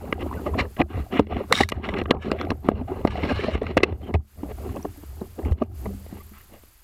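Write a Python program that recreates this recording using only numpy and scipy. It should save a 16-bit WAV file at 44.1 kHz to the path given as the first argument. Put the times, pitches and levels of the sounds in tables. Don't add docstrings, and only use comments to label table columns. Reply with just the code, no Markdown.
import sys
import numpy as np
from scipy import signal
from scipy.fft import rfft, irfft
from scipy.io import wavfile
from scipy.ndimage import uniform_filter1d

SR = 44100
rng = np.random.default_rng(int(sys.argv[2]) if len(sys.argv) > 2 else 0)


def int16_out(signal):
    q = np.round(np.clip(np.atleast_2d(signal).T, -1, 1) * 32767)
    wavfile.write(sys.argv[1], SR, q.astype(np.int16))


def ratio(d):
    e = np.asarray(d, float) / 20
    return 10 ** e


N = 301350


def evened(x):
    return x / np.sqrt(np.mean(x ** 2) + 1e-20)


def curve(rows):
    t_s, value = np.transpose(rows)
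    return np.interp(np.arange(N) / SR, t_s, value)


def add(mix, t_s, sound):
    part = mix[round(t_s * SR):][:len(sound)]
    part += sound[:len(part)]


def louder(*levels_db):
    return 10 * np.log10(sum(ratio(db) ** 2 for db in levels_db))


def strokes(start_s, length_s, level_db, in_db_s, out_db_s):
    t_s = np.arange(0, N / SR + .01, .002)[:, None]
    before_s = np.maximum(start_s - t_s, 0)
    after_s = np.maximum(t_s - start_s - length_s, 0)
    each_db = level_db - in_db_s * before_s - out_db_s * after_s
    total_db = 10 * np.log10((ratio(each_db) ** 2).sum(1) + 1e-12)
    return np.interp(np.arange(N) / SR, t_s[:, 0], total_db)


def flicker(seconds):
    size = max(int(seconds * SR), 1)
    return evened(uniform_filter1d(uniform_filter1d(rng.standard_normal(N), size), size))


def coloured(points):
    f_hz, db = np.transpose(points)
    hz = np.fft.rfftfreq(N, 1 / SR)
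    shape = ratio(np.interp(np.log(hz + 1), np.log(f_hz), db))
    return evened(irfft(rfft(rng.standard_normal(N)) * shape, N))


def slips(per_s, spread_db, clump_db):
    clicks = (rng.random(N) < per_s / SR) * rng.standard_normal(N)
    clicks = clicks * ratio(spread_db * np.minimum(rng.exponential(1, N), 4))
    return clicks * ratio(clump_db * flicker(0.016))


def ring(x, modes):
    out = 0
    for k, (hz, width_hz, db) in enumerate(modes):
        peak = signal.iirpeak(hz, hz / width_hz, SR)
        out = out + (-1) ** k * ratio(db) * signal.lfilter(*peak, x)
    return out


def housing(x, modes, uneven_db):
    touched = [(hz, width_hz, db + u) for (hz, width_hz, db), u in zip(modes, uneven_db)]
    top_hz = min(0.94 * modes[-1][0], 12800)
    wall = signal.butter(4, top_hz, fs=SR, output="sos")
    return signal.sosfilt(wall, ring(x, touched))


def ping(db, hz, cycles, glide):
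    turns = np.arange(8000) * hz / SR
    shape = (1 - np.exp(-turns / 0.46)) * np.exp(-turns / cycles)
    tone = np.sin(2 * np.pi * turns * (1 + glide * np.tanh(turns / 16.0)))
    return ratio(db) * shape / shape.max() * tone


# t/s, length/s, drag level/dB, shell ring above drag/dB
DRAG_STROKES = [(0.0, 0.51, -32.5, -12), (0.547, 0.07, -20.5, -24), (0.801, 0.011, -25, -34),
                (0.905, 0.1, -30, -1), (1.127, 0.052, -21, -4), (1.303, 0.11, -24, -6.5),
                (1.507, 0.1, -21, -14), (1.717, 0.072, -28.5, -7.5), (1.835, 0.19, -28.5, -18),
                (2.092, 0.049, -21, -23), (2.255, 0.11, -25, -9.5), (2.391, 0.11, -26.5, -15),
                (2.653, 0.059, -26.5, -10), (2.757, 0.053, -28.5, -7.5), (2.884, 0.12, -29, -10),
                (3.049, 0.15, -28.5, -6), (3.185, 0.39, -31.5, 1), (3.625, 0.089, -32, -1.5),
                (3.78, 0.007, -22.5, -9.5), (3.834, 0.063, -26.5, -10), (4.017, 0.071, -35.5, -8),
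                (4.389, 0.11, -37, -20), (4.584, 0.057, -34.5, -13), (4.662, 0.043, -30.5, -16),
                (4.746, 0.055, -32, -15), (4.85, 0.19, -49, -3), (5.173, 0.071, -41.5, -17),
                (5.387, 0.13, -31, -30), (5.585, 0.029, -35.5, -4.5), (5.83, 0.091, -40.5, -37),
                (6.096, 0.089, -41.5, -4), (6.499, 0.028, -52, -12.5)]
# t/s, length/s, shell ring level/dB, crackle above ring/dB
LEAF_STROKES = [(0.597, 0.009, -12.5, -8), (1.162, 0.026, -19.5, -34), (1.315, 0.026, -23, -17),
                (1.582, 0.018, -15, -11), (1.841, 0.013, -19, -13), (1.968, 0.034, -23.5, -14.5),
                (2.237, 0.036, -28.5, -11), (2.396, 0.028, -24, -20), (3.11, 0.064, -40, 3),
                (3.224, 0.29, -29.5, -3), (4.654, 0.12, -44, -11), (6.34, 0.07, -42.5, -33),
                (5.46, 0.033, -36, -26)]
REST_DB = [-9, -26.5, -43.5]
# t/s, level/dB
WADING_EFFORT = [(0.0, -41.5), (.6, -38), (.72, -47), (1.44, -41.5), (2.4, -43), (3.0, -38), (4.2, -42),
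                 (4.3, -66.5), (4.4, -38.5), (4.68, -40), (4.97, -52), (5.1, -39), (5.32, -48.5),
                 (5.6, -45), (5.76, -37.5), (6.05, -43.5), (6.18, -46), (6.83, -67)]


def contact():
    start_s, length_s, drag_db, ring_db = np.transpose(DRAG_STROKES)
    stem_drag, stem_ring = [strokes(start_s, length_s, db, in_db_s=906.5, out_db_s=325.5)
                            for db in (drag_db, drag_db + ring_db)]
    start_s, length_s, ring_db, crackle_db = np.transpose(LEAF_STROKES)
    leaf_ring, leaf_crackle = [strokes(start_s, length_s, db, in_db_s=1095.5, out_db_s=706)
                               for db in (ring_db, ring_db + crackle_db)]
    rest = [curve(WADING_EFFORT) + db for db in REST_DB]
    return (louder(stem_drag, rest[0]), louder(stem_ring, leaf_ring, rest[1]),
            louder(stem_ring - 12, leaf_crackle, rest[2]))


# f/Hz, width/Hz, level/dB
BODY_MODES = [(194, 82, 0), (293, 114, 0), (398, 60, 0.5), (693, 140, -9.5), (767, 120, -8),
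              (1300, 170, -18)]
# f/Hz, width/Hz, level/dB
SHELL_MODES = [(1194, 180, 6), (1620, 74, 3.5), (1990, 270, 4), (2858, 246, 2.5), (3414, 190, -1)]
# f/Hz, width/Hz, level/dB
TICK_MODES = [(4122, 323, 10.5), (5560, 420, -6.5), (6300, 210, -11.5), (8800, 14000, -9.5),
              (9700, 3400, -7.5)]


def rubbing(drag_db, shell_db, crackle_db):
    clump = ratio(0.62 * flicker(0.0099))
    contact_db = [2.15 * flicker(0.037) for _ in BODY_MODES]
    coarse = clump * slips(per_s=1200, spread_db=1.5, clump_db=2.0)
    fine = clump * slips(per_s=5000, spread_db=2.5, clump_db=1.45)
    dry_leaves = clump * slips(per_s=250, spread_db=-1.0, clump_db=-1.0)
    body = evened(housing(coarse, BODY_MODES, contact_db))
    shell = evened(housing(fine + 0.17 * dry_leaves, SHELL_MODES, contact_db[::-1]))
    crackle = evened(housing(fine + 0.99 * dry_leaves, TICK_MODES, contact_db))
    return ratio(drag_db - 4.5) * body + ratio(shell_db - 13.5) * shell + ratio(crackle_db - 17.5) * crackle


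# peak t/s, body level/dB, shell level/dB, tick level/dB, fall/ms
TWIG_SNAPS = [(0.126, -10.5, -7.5, -33, 1.6), (0.544, -30.5, -26, -60, 0.46),
              (0.817, -10.5, -13, -32.5, 2.1), (1.525, -35.5, 4, -4.5, 2.4), (1.607, -5.5, -8.5, -18, 7.4),
              (1.635, -45, -26.5, -19, 0.79), (1.689, -54, -23.5, -29.5, 1.9),
              (1.721, -13.5, -13, -33, 2.7), (1.987, -15.5, -33, -30, 0.98),
              (2.057, -22.5, -21.5, -55, 2.2), (2.109, -1, -6, -14, 3.7), (2.316, -8, -12, -23.5, 1.5),
              (2.413, -26, -15, -28.5, 1.5), (2.504, -11.5, -13.5, -26, 2.76), (2.516, -9.5, -27, -47, 4.7),
              (2.687, 1.5, -8.5, -37, 0.41), (3.05, -1, -16, -37, 0.55), (3.073, -16.5, -18.5, -30, 6),
              (3.667, -33, -20, -39, 2.5), (3.776, -8, -5.5, -18.5, 2.7), (3.804, -18, -22.5, -51.5, 1.6),
              (3.833, -6, -1, -14.5, 5.1), (4.14, -13.5, -24, -38, 8.6), (5.52, -24.5, -30, -44.5, 1.3)]
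# peak t/s, body level/dB, shell level/dB
STEM_BUMPS = [(0.264, -19, -62), (0.395, -23, -51), (1.194, 1, -13), (1.326, -18.5, -48),
              (1.367, -11.5, -26), (1.889, -14.5, -15.5), (1.939, -24.5, -20.5), (2.015, -12.5, -21.5),
              (2.716, -18.5, -38), (2.814, -21.5, -48), (3.185, -22.5, -47), (3.552, -12.5, -23.5),
              (3.924, -23.5, -39.5), (4.433, -23.5, -40), (4.769, -22, -36), (4.85, -15.5, -43.5),
              (5.035, -28, -63), (2.147, -26, -39), (2.449, -33, -30.5), (3.77, -0.5, -14.5),
              (6.318, -39.5, -76), (0.767, -29.5, -32), (1.269, -27, -38), (6.127, -25, -71),
              (6.063, -31, -45.5), (6.635, -40, -49.5)]
# peak t/s, body level/dB, shell level/dB, rise/ms, fall/ms
SCUFF_BLOWS = [(0.228, -17.5, -28.5, 19, 2.6), (.326, -28.5, -38.5, 3.7, 37), (0.466, -15, -31, 5.3, 20),
               (0.592, -14.5, -13, 5.4, 6.3), (0.805, -5.5, -18, 6.7, 4.5), (1.127, -25, -38, 5.8, 10),
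               (2.92, -19.5, -48.5, 7.1, 4.1), (3.237, -13, -27, 7.9, 33), (3.321, -11, -24, 25, 4.3),
               (3.445, -13.5, -20.5, 9.6, 1.3), (3.484, -16, -29, 2.7, 11), (3.618, -15, -31, 2.4, 4),
               (4.11, -20.5, -47.5, 31, 2.4), (4.157, -15.5, -34.5, 9.2, 0.37),
               (4.519, -25, -38.5, 16, 0.96), (5.215, -18.5, -68.5, 2.2, 8.3),
               (5.388, -21.5, -42, 0.92, 10), (5.457, -16.5, -45, 2.5, 8.4),
               (5.622, -12.5, -34.5, 5.1, 5.6), (5.863, -18.5, -38.5, 6.4, 5.5),
               (6.539, -36.5, -46, 14, 46)]


def blows():
    snaps = [(*row, 0.41 + 0.051 * fall_ms, fall_ms) for *row, fall_ms in TWIG_SNAPS]
    bumps = [(t_s, body, shell, shell - 19, 1, 4.07) for t_s, body, shell in STEM_BUMPS]
    scuffs = [(t_s, body, shell, shell - 16.5, *shape) for t_s, body, shell, *shape in SCUFF_BLOWS]
    return snaps + scuffs + bumps


LEAD = 2000
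DULL_TILT, DULL_FROM_DB = 0.38, -18
# f/Hz, width/Hz, level/dB
THUD_MODES = [(258, 186, 1), (418.5, 136, 3.5), (625, 268, -2), (1225, 71, -10)]


def knock(body_db, shell_db, tick_db, rise_ms, fall_ms, rattle):
    ms = (np.arange(len(rattle)) - LEAD) / SR * 1000
    rise_db = 7.4 * ms / max(rise_ms, .2)
    fall_db = -11.0 * ms / max(fall_ms, .3)
    shape = ratio(np.where(ms < 0, rise_db, fall_db))
    push = -3.0 * np.exp(-(rise_ms + fall_ms) / 3.0 - (ms / 0.24) ** 2)
    tilt_db = DULL_TILT * min(shell_db - body_db - DULL_FROM_DB, 0)
    groups = (THUD_MODES, body_db, tilt_db), (SHELL_MODES, shell_db, 0), (TICK_MODES, tick_db, 0)
    out = 0
    for modes, level_db, step_db in groups:
        uneven_db = 1.1 * rattle[:len(modes)] + step_db * np.arange(len(modes))
        sound = housing(shape * rattle + push, modes, uneven_db)
        out = out + ratio(level_db - 1.5) * sound / abs(sound).max()
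    return out * signal.windows.tukey(len(out), .3)


# f/Hz, width/Hz, level/dB
MOUNT_RINGS = [(210, 6.9, -15.5), (393, 19, -20.5)]


def knocking():
    out = np.zeros(N)
    for t_s, *row in blows():
        add(out, t_s - LEAD / SR, knock(*row, rng.standard_normal(5000)))
    return out + 4.3 * ring(out, MOUNT_RINGS)


# t/s, length/s, level/dB
MOUNT_JOLTS = [(0.21, 0.027, -33), (0.33, 0.0074, -35), (0.53, 0.067, -31.5), (0.614, 0.018, -27.5),
               (0.813, 0.024, -30), (0.957, 0.048, -26), (1.182, 0.034, -32), (1.317, 0.055, -33.5),
               (1.602, 0.047, -33.5), (1.74, 0.037, -33), (1.905, 0.0071, -32), (2.028, 0.038, -35.5),
               (2.128, 0.051, -35), (2.294, 0.32, -40), (2.496, 0.012, -30), (2.745, 0.11, -33.5),
               (3.06, 0.1, -31.5), (3.238, 0.011, -30), (3.32, 0.076, -31.5), (3.542, 0.016, -31),
               (3.63, 0.075, -35), (3.763, 0.011, -24.5), (3.921, 0.0065, -29), (4.148, 0.0035, -25),
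               (4.702, 0.0071, -32), (4.883, 0.011, -40), (5.463, 0.0055, -19.5), (5.866, 0.0074, -34)]
# f/Hz, level/dB
SHAKE_SPECTRUM = [(15, 9.5), (30, 8.5), (50, 24), (110, 22.5), (160, 3.5), (250, -49.5)]
MOUNT_HZ, MOUNT_WIDTH_HZ = 77.2, 23.4


def mount():
    jolts_db = strokes(*np.transpose(MOUNT_JOLTS), in_db_s=606.5, out_db_s=347)
    sway_db = louder(curve(WADING_EFFORT), jolts_db)
    hz = MOUNT_HZ + 0.3233 * MOUNT_WIDTH_HZ * flicker(0.0279)
    swing = np.sqrt(2) * np.sin(2 * np.pi * np.cumsum(hz) / SR) * ratio(3.03 * flicker(0.025))
    return ratio(sway_db) * (swing + ratio(-1.5) * coloured(SHAKE_SPECTRUM))


# t/s,
# peak level/dB, f/Hz, decay/cycles
PART_RINGS = [(.802, -15, 342, 4.6), (.815, -14, 2450, 4.7), (0.464, -25, 1183, 7.9), (0.328, -26, 1110, 3),
              (1.605, -9.5, 800, 4.2), (2.108, -10.5, 3100, 3.6), (2.389, -28, 2200, 3.2),
              (3.768, -10, 374, 1.9), (3.833, -5, 379, 1.9), (4.15, -26.5, 2520, 5),
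              (4.788, -28.5, 228, 1.9), (4.975, -39, 292, 5.5), (4.147, -12.5, 76, 1.5),
              (5.512, -10.5, 74.8, 1.1), (5.863, -22.5, 80.6, 1.9), (.813, -17, 760, 3.7),
              (3.772, -16, 1236, 2.1), (3.833, -14.5, 1230, 3.02), (4.691, -35.5, 1100, 4.3),
              (4.766, -31.5, 1115, 5.7), (4.76, -28.5, 557, 4.3), (5.615, -15.5, 233.4, 2.36),
              (5.62, -15.5, 602, 2.6), (5.872, -28, 196.2, 11.7), (6.124, -37.5, 205.4, 9.7),
              (6.31, -46.5, 207, 8.6)]


def loose_parts():
    out = np.zeros(N)
    for t_s, *row in PART_RINGS:
        add(out, t_s, ping(*row, glide=0))
    return out


# t/s, peak level/dB, f/Hz, tick under ring/dB
STEM_CRACKLES = [(0.2098, -26.5, 1990, -20), (0.3398, -28, 1960, -19), (0.5882, -11, 1850, -39.5),
                 (0.6004, -10, 2340, -42), (0.6535, -30, 1740, -34), (1.5249, -2.5, 1980, -13),
                 (1.534, -7, 1960, -21), (1.554, -5, 3700, -27.5), (1.575, -18, 2020, -25.5),
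                 (1.5886, -10, 2060, -22), (1.5942, -14.5, 2250, -24), (1.6098, -6, 2040, -16),
                 (1.6223, -25, 1860, -27.5), (1.6891, -20.5, 2360, -2), (1.6973, -30, 2340, 1.5),
                 (1.7005, -28, 2100, -6), (1.7192, -17, 2790, -23), (1.7464, -44.5, 1550, -15),
                 (1.7544, -43.5, 1730, -19), (1.8972, -28, 2000, -39), (1.955, -31, 2050, -27),
                 (2.1076, -5.5, 2120, -34), (2.4136, -22, 2010, -42), (2.6863, -18.5, 2240, -19),
                 (3.0736, -21, 1990, -25.5), (3.1044, -32.5, 2090, -29.5), (3.1572, -26, 2020, -30),
                 (3.2192, -29, 2100, -39), (3.235, -13.5, 2140, -39), (3.296, -17, 1620, -32.5),
                 (3.41, -19.5, 2300, -39), (3.4363, -23, 2270, -37), (3.5495, -29, 2260, -36),
                 (3.579, -31, 2610, -28.5), (3.632, -33, 1940, -17), (3.7131, -45.5, 2760, -27.5),
                 (3.7724, -11.5, 1940, -14), (3.7875, -20, 2620, -42.5), (3.8331, -7, 2575, -32),
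                 (3.8551, -45, 1990, -33.5), (3.8697, -42.5, 1620, -32), (4.141, -16, 2220, -25),
                 (5.451, -26, 2200, -27), (5.857, -29, 2010, -24), (5.528, -38, 3040, -11),
                 (5.512, -41, 2480, -8), (5.627, -42, 2480, -9), (5.637, -41.5, 2480, -10),
                 (4.761, -37, 2600, -5), (2.038, -47, 3900, -3), (3.4405, -29.5, 4020, -26),
                 (3.3667, -25, 4050, -27)]


def crackles():
    out, ms = np.zeros(N), np.arange(600) / SR * 1000
    for t_s, db, hz, tick_db in STEM_CRACKLES:
        add(out, t_s, ping(db - 6.5, hz, cycles=4.4, glide=0))
        tick = ring(rng.standard_normal(600), [(5600, 7000, 6.0)]) * np.exp(-ms / 1.1)
        add(out, t_s, ratio(db + tick_db - 2.0) * tick)
    return out


def gliding(x, modes, bend):
    out, turns = 0, np.cumsum(bend) / SR
    for k, (hz, width_hz, db) in enumerate(modes):
        turn = np.exp(2j * np.pi * hz * turns)
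        r = np.exp(-np.pi * width_hz / SR)
        smooth = signal.lfilter([1 - r], [1, -r], x / turn)
        out = out + (-1) ** k * ratio(db) * (turn * smooth).real
    return out


# t/s, length/s, level/dB, bright edge relative level/dB
BLADE_SLIDES = [(0.595, 0.01, -34, -19.5), (1.16, 0.0098, -37, -16.5), (1.542, 0.017, -34, -0.5),
                (1.576, 0.039, -32, 0.5), (1.851, 0.06, -42.5, -14.5), (2.224, 0.04, -44.5, -13.5),
                (3.113, 0.0052, -39, -12), (3.158, 0.023, -42.5, -16), (3.222, 0.037, -44.5, -15.5),
                (3.291, 0.048, -34.5, -20), (3.359, 0.05, -34.5, -17.5), (3.429, 0.046, -39, -15),
                (3.52, 0.026, -40, -13.5)]
# f/Hz, width/Hz, level/dB
BLADE_MODES = [(1170, 180, 3), (1700, 40, 7.5), (2200, 120, 1.5), (2920, 270, 0)]
# f/Hz, width/Hz, level/dB
EDGE_MODES = [(3750, 210, 4.5), (5580, 330, -5.5), (6700, 830, -14.5), (8000, 590, -13), (9200, 700, -18)]
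# t/s, pitch factor
BLADE_BEND = [
    (3.22, 1.0),
    (3.3, .94),
    (3.45, 1.07),
    (3.55, 1.0),
]


def sliding():
    start_s, length_s, db, edge_db = np.transpose(BLADE_SLIDES)
    grain = slips(per_s=7700, spread_db=2.0, clump_db=2.3)
    bend, out = curve(BLADE_BEND), 0
    for modes, level_db in (BLADE_MODES, db), (EDGE_MODES, db + edge_db):
        stroke_db = strokes(start_s, length_s, level_db, in_db_s=698, out_db_s=605.5)
        out = out + ratio(stroke_db) * evened(gliding(grain, modes, bend))
    return out


# t/s, peak level/dB, f/Hz
HOUSING_TAPS = [(0.18, -22, 727), (0.206, -21, 320), (0.231, -18, 248), (0.264, -20, 377), (0.313, -21, 980),
                (0.327, -23, 258), (0.394, -19.5, 328), (0.462, -27, 336), (0.489, -16, 424),
                (0.981, -33, 263), (1.065, -28.5, 706), (1.193, -4.5, 293), (1.321, -18, 686),
                (1.511, -21, 1280), (2.715, -16, 657), (2.811, -16, 242), (2.887, -23, 393),
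                (2.917, -12, 374), (2.934, -24, 404), (2.991, -19, 400), (3.155, -12.5, 710),
                (3.181, -12.5, 694), (3.392, -12.5, 410), (3.436, -14.5, 370), (3.466, -18, 615),
                (3.484, -9, 610), (3.549, -16.5, 422), (3.616, -11, 425), (4.431, -15.5, 280),
                (4.699, -33, 255), (4.769, -26, 257), (4.846, -14, 283), (5.214, -17, 353),
                (5.394, -17, 394), (5.45, -30, 314), (5.479, -22, 350), (5.941, -26, 250)]


def taps():
    out = np.zeros(N)
    for t_s, db, hz in HOUSING_TAPS:
        add(out, t_s, ping(db - 8.5, hz, cycles=3.25, glide=0.054))
    return out


def drip(db, hz, end_hz, seconds):
    size = int(seconds * SR)
    pitch_hz = np.linspace(hz, end_hz, size) * (1 + 0.16 * rng.standard_normal(size))
    return ratio(db) * np.sin(2 * np.pi * np.cumsum(pitch_hz) / SR) * np.hanning(size)


# t/s, level/dB, f/Hz, end f/Hz, length/s
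DRIP_EVENTS = [(4.826, -40, 5800, 5900, .006), (5.203, -52, 3900, 4000, .008), (4.02, -52, 3050, 3250, .04),
               (4.05, -52, 3250, 2850, .06), (.362, -40, 1550, 1400, .035), (.534, -27, 950, 1100, .014),
               (.308, -35, 1000, 1080, .012), (6.195, -45, 1100, 1220, .03), (6.2, -52, 1900, 2300, .02),
               (6.375, -54, 1700, 2200, .012), (1.6315, -12, 1950, 2000, .008),
               (3.834, -12, 2700, 2600, .012), (5.445, -44, 2250, 2300, .016),
               (5.616, -24, 1150, 1150, .014), (5.875, -38, 410, 400, .06), (6.405, -54, 1500, 2400, .012)]


def drips():
    out = np.zeros(N)
    for t_s, *row in DRIP_EVENTS:
        add(out, t_s, drip(*row))
    return out


def gurgle(drag_db):
    out = np.zeros(N)
    for hz in np.geomspace(450, 2600, num=14):
        t_s = np.arange(int(7.5 * SR / hz)) / SR
        rising = np.sin(2 * np.pi * hz * t_s * (1 + 0.079 * t_s / t_s[-1]))
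        bubble = rising * np.hanning(len(t_s)) * (450 / hz) ** 1.3
        out += signal.oaconvolve(slips(per_s=16, spread_db=1.0, clump_db=-0.5), bubble)[:N]
    return ratio(drag_db - 13.0) * evened(out)


# t/s, level/dB
AIR_GAIN = [(0.0, -61), (.55, -58), (1.45, -64), (1.62, -47.5), (1.8, -70.5), (2.3, -71), (3.03, -63.5),
            (3.3, -65.5), (3.45, -78), (4.08, -67.5), (4.2, -79), (4.3, -64), (4.6, -57), (5.5, -59.5),
            (5.56, -68.5), (5.69, -74.5), (5.78, -56.5), (6.83, -61.5)]
DUCK_FROM_DB, DUCK_SHARE, DUCK_BACK_DB_S, DUCK_LATE_S = -16.5, 0.97, 81, 0.02
OPEN_DB, OPEN_SHARE = -70.5, 0.52


def ducking(near):
    back_db = np.arange(N) * DUCK_BACK_DB_S / SR
    level_db = 10 * np.log10(abs(uniform_filter1d(near ** 2, size=60)) + 1e-12)
    level_db = level_db + OPEN_SHARE * (curve(AIR_GAIN) - OPEN_DB)
    held_db = np.maximum.accumulate(level_db + back_db) - back_db
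    over_db = np.maximum(held_db - DUCK_FROM_DB, 0)
    late_db = np.roll(uniform_filter1d(over_db, size=400), round(DUCK_LATE_S * SR))
    return ratio(-DUCK_SHARE * late_db)


# f/Hz, level/dB (per Hz)
AIR_SPECTRUM = [(59, 4), (100, -38.5), (156, -55), (294, -14), (615, -23), (1180, -16.5), (3950, -23.5),
                (4680, -20.5), (5540, -25.5), (6990, -21.5), (9800, -24), (12100, -21), (15600, -27.5)]
# f/Hz, width/Hz, level/dB
KATYDID_MODES = [(11000, 430, 2), (13100, 1200, -3.5), (13800, 1600, -1)]
RASPS_PER_S, RASP_AT_S, CHIRPS_PER_S, CHIRP_AT_S = 20.40, .0196, 33.32, .0233
CHIRP_HZ, CHIRP_WIDTH_HZ = 11980, 170


def night():
    t_s = np.arange(N) / SR
    rasp = (.5 + .5 * np.cos(2 * np.pi * RASPS_PER_S * (t_s - RASP_AT_S))) ** 0.87
    phase = (CHIRPS_PER_S * (t_s - CHIRP_AT_S) + .5) % 1 - .5
    chirp = np.exp(-phase ** 2 / 0.035)
    wings = rng.standard_normal(N)
    katydid = evened(sum(ring(ring(wings, [mode]), [mode]) for mode in KATYDID_MODES) * rasp)
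    tone = ring(rng.standard_normal(N), [(CHIRP_HZ, CHIRP_WIDTH_HZ, 0)])
    cricket = evened(tone * chirp * ratio(2.0 * flicker(.3)))
    air = coloured(AIR_SPECTRUM) * ratio(0.24 * flicker(0.035))
    return ratio(curve(AIR_GAIN)) * (ratio(6.0) * air + ratio(-5.5) * katydid + ratio(-5.5) * cricket)


def scene():
    drag_db, shell_db, crackle_db = contact()
    rub = rubbing(drag_db, shell_db, crackle_db)
    hits = knocking() + mount() + loose_parts() + crackles() + taps() + drips()
    duck = ducking(hits + rub)
    close = duck ** 0.43 * (rub + gurgle(drag_db))
    return (hits + close + sliding() + duck * night())[None]


def band_limit(x):
    return signal.sosfilt(signal.butter(12, 15750, fs=SR, output="sos"), x)


def record(dry):
    fall_db = np.arange(N) * 170.0 / SR
    level_db = 20 * np.log10(abs(dry) + 1e-6)
    held_db = np.maximum.accumulate(level_db + fall_db, axis=1) - fall_db
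    over_db = np.maximum(held_db + 4.0, 0)
    late_db = np.roll(uniform_filter1d(over_db, 60), 90, axis=1)
    capped = np.clip(dry * ratio(-.7 * late_db), -.66, .66)
    top = signal.sosfiltfilt(signal.butter(24, 12900, "high", fs=SR, output="sos"), capped)
    sudden = uniform_filter1d(top ** 2, 300) > 10 * uniform_filter1d(top ** 2, 6000) / 4
    lost = np.minimum(4 * uniform_filter1d(1. * sudden, 600), 1)
    return band_limit(capped - lost * top)


dry = scene()
out = record(dry)
int16_out(out)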